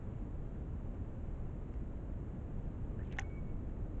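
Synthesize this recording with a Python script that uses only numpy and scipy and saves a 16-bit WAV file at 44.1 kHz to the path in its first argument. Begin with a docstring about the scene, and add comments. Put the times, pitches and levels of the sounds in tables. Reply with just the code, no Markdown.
"""Night at a stream. Water rumbles and hisses the whole time while a beaver drags a branch past.
From about 1 s, the bending wood gives a few dry ticks. Near 3 s, bark rubs on bark and creaks,
and tiny fibres crackle under the strain. At about 3.2 s the branch snaps in a quick run of
breaking fibres, and the damp wood rings briefly. A thin, faint tone lingers after the snap,
and one last tick comes as it fades."""
import sys
import numpy as np
from scipy.fft import rfft, irfft, next_fast_len
from scipy.io import wavfile
from scipy.ndimage import map_coordinates

SR = 44100
rng = np.random.default_rng(int(sys.argv[2]) if len(sys.argv) > 2 else 0)


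def unload_audio(sound):
    """Save the sound as a 16-bit wav file, at the path given as the first command line argument."""
    columns = np.transpose(np.atleast_2d(sound))
    # keep every value between -1 and 1, then stretch to whole-number steps
    steps = np.round(np.clip(columns, -1, 1) * 32767)
    wavfile.write(sys.argv[1], SR, steps.astype(np.int16))


N = 176400  # 4 seconds

# the water's deep rumble (frequency [Hz], relative level [dB])
RUMBLE_SPECTRUM = [(8.8, -27.5), (15, 0), (71, -1.5), (286, -15.5), (334, -17), (366, -20), (441, -21.5),
                   (600, -28), (780, -58), (1320, -120)]
# the water's hiss (frequency [Hz], relative level [dB])
HISS_SPECTRUM = [(240, -27.5), (400, -0.5), (442, -2), (562, -4), (591, -6), (800, -11), (955, -13.5),
                 (1040, -14.5), (1520, -20), (2830, -31), (4620, -48), (5240, -50), (7180, -38.5),
                 (8150, -46.5), (10600, -73), (17900, -120)]
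# ticks of bending twigs (time [s], level [dB], time to fade by 60 dB [s])
TWIG_TICKS = [(.944, -65, 0.021), (1.738, -61, 0.03), (2.654, -69, .03), (3.033, -65, .02),
              (3.071, -62.5, 0.018), (3.1235, -49, 0.024), (3.169, -55, 0.016), (3.187, -54, 0.045),
              (3.1995, -57, 0.013), (3.215, -55, .04), (3.695, -67, 0.018)]
# the noise of splintering wood (frequency [Hz], relative level [dB])
SPLINTER_SPECTRUM = [(400, -22), (900, -0.5), (2200, 4), (3400, -4), (4400, -19), (5600, -16), (6800, -13),
                     (8000, -26), (9500, -45.5)]
# creaks of rubbing bark (time [s], length [s], pitch [Hz], level [dB])
BARK_CREAKS = [(2.991, .008, 1550, -56), (2.998, .026, 1800, -58), (3.112, .014, 2900, -64),
               (3.133, .014, 2300, -62)]
# runs of crackle around the snap (time [s], length [s], typical pitch [Hz], typical pop level [dB])
CRACKLE_RUNS = [(2.991, 0.042, 1850, -68), (3.041, 0.16, 2500, -70.5), (3.11, .04, 2480, -61.5),
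                (3.151, 0.025, 1200, -60), (3.192, .042, 1380, -60)]
# jolts that shake the branch (time [s], level [dB])
BRANCH_JOLTS = [(3.169, -60), (3.1866, -42.5), (3.2045, -54)]
# the branch's own notes (pitch [Hz], level added to the jolt's [dB], time to fade by 60 dB [s])
BRANCH_NOTES = [(785, 0.5, 0.084), (845, -1.5, 0.065), (1074, -3, 0.046), (1500, 1, 0.041),
                (2440, -29, 0.027), (3330, -9, 0.025)]
# fibres that break in the snap (time [s], pitch [Hz], peak level [dB], swell time [s])
SNAP_FIBRES = [(3.186, 3150, -42, 0.00035), (3.1853, 6200, -48, 0.00047), (3.1868, 1900, -27.5, 0.00099),
               (3.1886, 1980, -31, 0.002), (3.1927, 2840, -37, 0.00061), (3.194, 6300, -51.5, 0.00049),
               (3.1958, 6320, -35, 0.00044), (3.2027, 6400, -53, 0.00035), (3.2106, 2300, -46.5, 0.00079)]
# the path of the lingering tone (time [s], pitch [Hz], level [dB])
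TONE_PATH = [(3.21, 2225, -80), (3.245, 2222, -64), (3.28, 2232, -68.5), (3.33, 2252, -63.5),
             (3.385, 2256, -63.5), (3.41, 2235, -73), (3.48, 2228, -76), (3.53, 2240, -85),
             (3.7, 2250, -79), (3.9, 2245, -100)]


def amp(db):
    """Turn decibels into a number to multiply a sound by."""
    return 10 ** (np.asarray(db) / 20)


def filtered(sound, response):
    """Turn each frequency up or down by the factor response(hz)."""
    size = next_fast_len(N + 8192)
    hz = np.fft.rfftfreq(size, 1 / SR)
    return irfft(rfft(sound, size) * response(hz), size)[:N]


def noise(spectrum):
    """Noise shaped by a spectrum table, then scaled to an average strength (rms) of 1."""
    table_hz, db = np.transpose(spectrum)
    white = rng.standard_normal(N)
    shaped = filtered(white, lambda hz: amp(np.interp(np.log(hz + 1), np.log(table_hz + 1), db)))
    return shaped / np.sqrt(np.mean(shaped ** 2) + 1e-20)


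def wobble(per_s):
    """A smooth curve through per_s random values each second."""
    values = rng.standard_normal(int(N * per_s / SR) + 4)
    return map_coordinates(values, [np.arange(N) * per_s / SR])


def since(start):
    """Seconds since start, zero before it."""
    return np.maximum(np.arange(N) / SR - start, 0)


def burst(t, swell_s, steepness=2.4):
    """A loudness curve that swells to 1 at swell_s, then falls more slowly."""
    return (t / swell_s * np.exp(1 - t / swell_s)) ** steepness


def stream(rumble_db=-41.5, hiss_db=-58.5, split_hz=500):
    """Running water makes a deep, gently churning rumble with a smooth hiss above it."""
    rumble = filtered(noise(RUMBLE_SPECTRUM), lambda hz: hz < split_hz)
    hiss = filtered(noise(HISS_SPECTRUM), lambda hz: hz >= split_hz)
    rumble *= amp(rumble_db + 0.43 * wobble(12))
    hiss *= amp(hiss_db - 0.25 * wobble(4.5))
    return rumble + hiss


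def twig_ticks(rise_s=0.0005):
    """Bending twigs give dry ticks: puffs of noise that start sharply and die fast."""
    loudness = np.zeros(N)
    for start, db, fade_s in TWIG_TICKS:
        t = since(start)
        loudness += amp(db - 60 * t / fade_s) * (1 - np.exp(-t / rise_s))
    return loudness * noise(SPLINTER_SPECTRUM)


def bark_creaks(pitch_rise=0.07, rough_radians=0.9):
    """Bark slips on bark in short, rough squeaks that rise a little in pitch."""
    out = np.zeros(N)
    roughness = rough_radians * wobble(500)
    for start, length, hz, db in BARK_CREAKS:
        progress = np.minimum(since(start) / length, 1)
        pitch = hz * (1 + pitch_rise * (progress - 0.5))
        phase = 2 * np.pi * np.cumsum(pitch) / SR
        out += amp(db) * np.sin(np.pi * progress) * np.sin(phase + roughness)
    return out


def crackle(pops_per_s=400, swell_cycles=2, pitch_spread=0.2, spread_db=4):
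    """Many tiny fibres give way at random moments, each with a pop of its own pitch."""
    out = np.zeros(N)
    t = np.arange(SR // 100) / SR  # each pop gets 10 ms
    for start, length, typical_hz, db in CRACKLE_RUNS:
        for _ in range(int(length * pops_per_s)):
            hz = typical_hz * np.exp(rng.normal(0, pitch_spread))
            loudness = amp(rng.normal(db, spread_db)) * burst(t, swell_cycles / hz)
            first = round((start + length * rng.random()) * SR)
            out[first:first + len(t)] += loudness * np.sin(2 * np.pi * hz * t)
    return out


def branch_ring():
    """Each jolt makes the damp branch ring briefly with all its notes at once."""
    out = np.zeros(N)
    for start, jolt_db in BRANCH_JOLTS:
        t = since(start)
        for hz, note_db, fade_s in BRANCH_NOTES:
            out += amp(jolt_db + note_db - 60 * t / fade_s) * np.sin(2 * np.pi * hz * t)
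    return out


def snap(grit_db=-16.5):
    """Each breaking fibre lets go with a very short tone, mixed with gritty splintering noise."""
    out = np.zeros(N)
    grit = amp(grit_db) * noise(SPLINTER_SPECTRUM)
    for start, hz, db, swell_s in SNAP_FIBRES:
        t = since(start)
        out += amp(db) * burst(t, swell_s) * (np.sin(2 * np.pi * hz * t) + grit)
    return out


def thin_tone(waver_db=4.3):
    """A faint tone wavers in loudness as it holds, gets quieter and fades away."""
    times, hz, db = np.transpose(TONE_PATH)
    t = np.arange(N) / SR
    level_db = np.interp(t, times, db, left=-np.inf, right=-np.inf)  # silent before and after
    phase = 2 * np.pi * np.cumsum(np.interp(t, times, hz)) / SR
    return amp(level_db + waver_db * wobble(30.46)) * np.sin(phase)


def scene():
    """The branch strains and breaks close by, in the open air, over the sound of the stream."""
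    wood = twig_ticks() + bark_creaks() + crackle() + branch_ring() + snap()
    return (stream() + wood + thin_tone())[None]  # one channel


def record(dry):
    """A small camera picks up the sound and loses the highest treble."""
    top_hz = 8400
    return filtered(dry[0], lambda hz: 1 / np.sqrt(1 + (hz / top_hz) ** 80))[None]


dry = scene()
out = record(dry)
unload_audio(out)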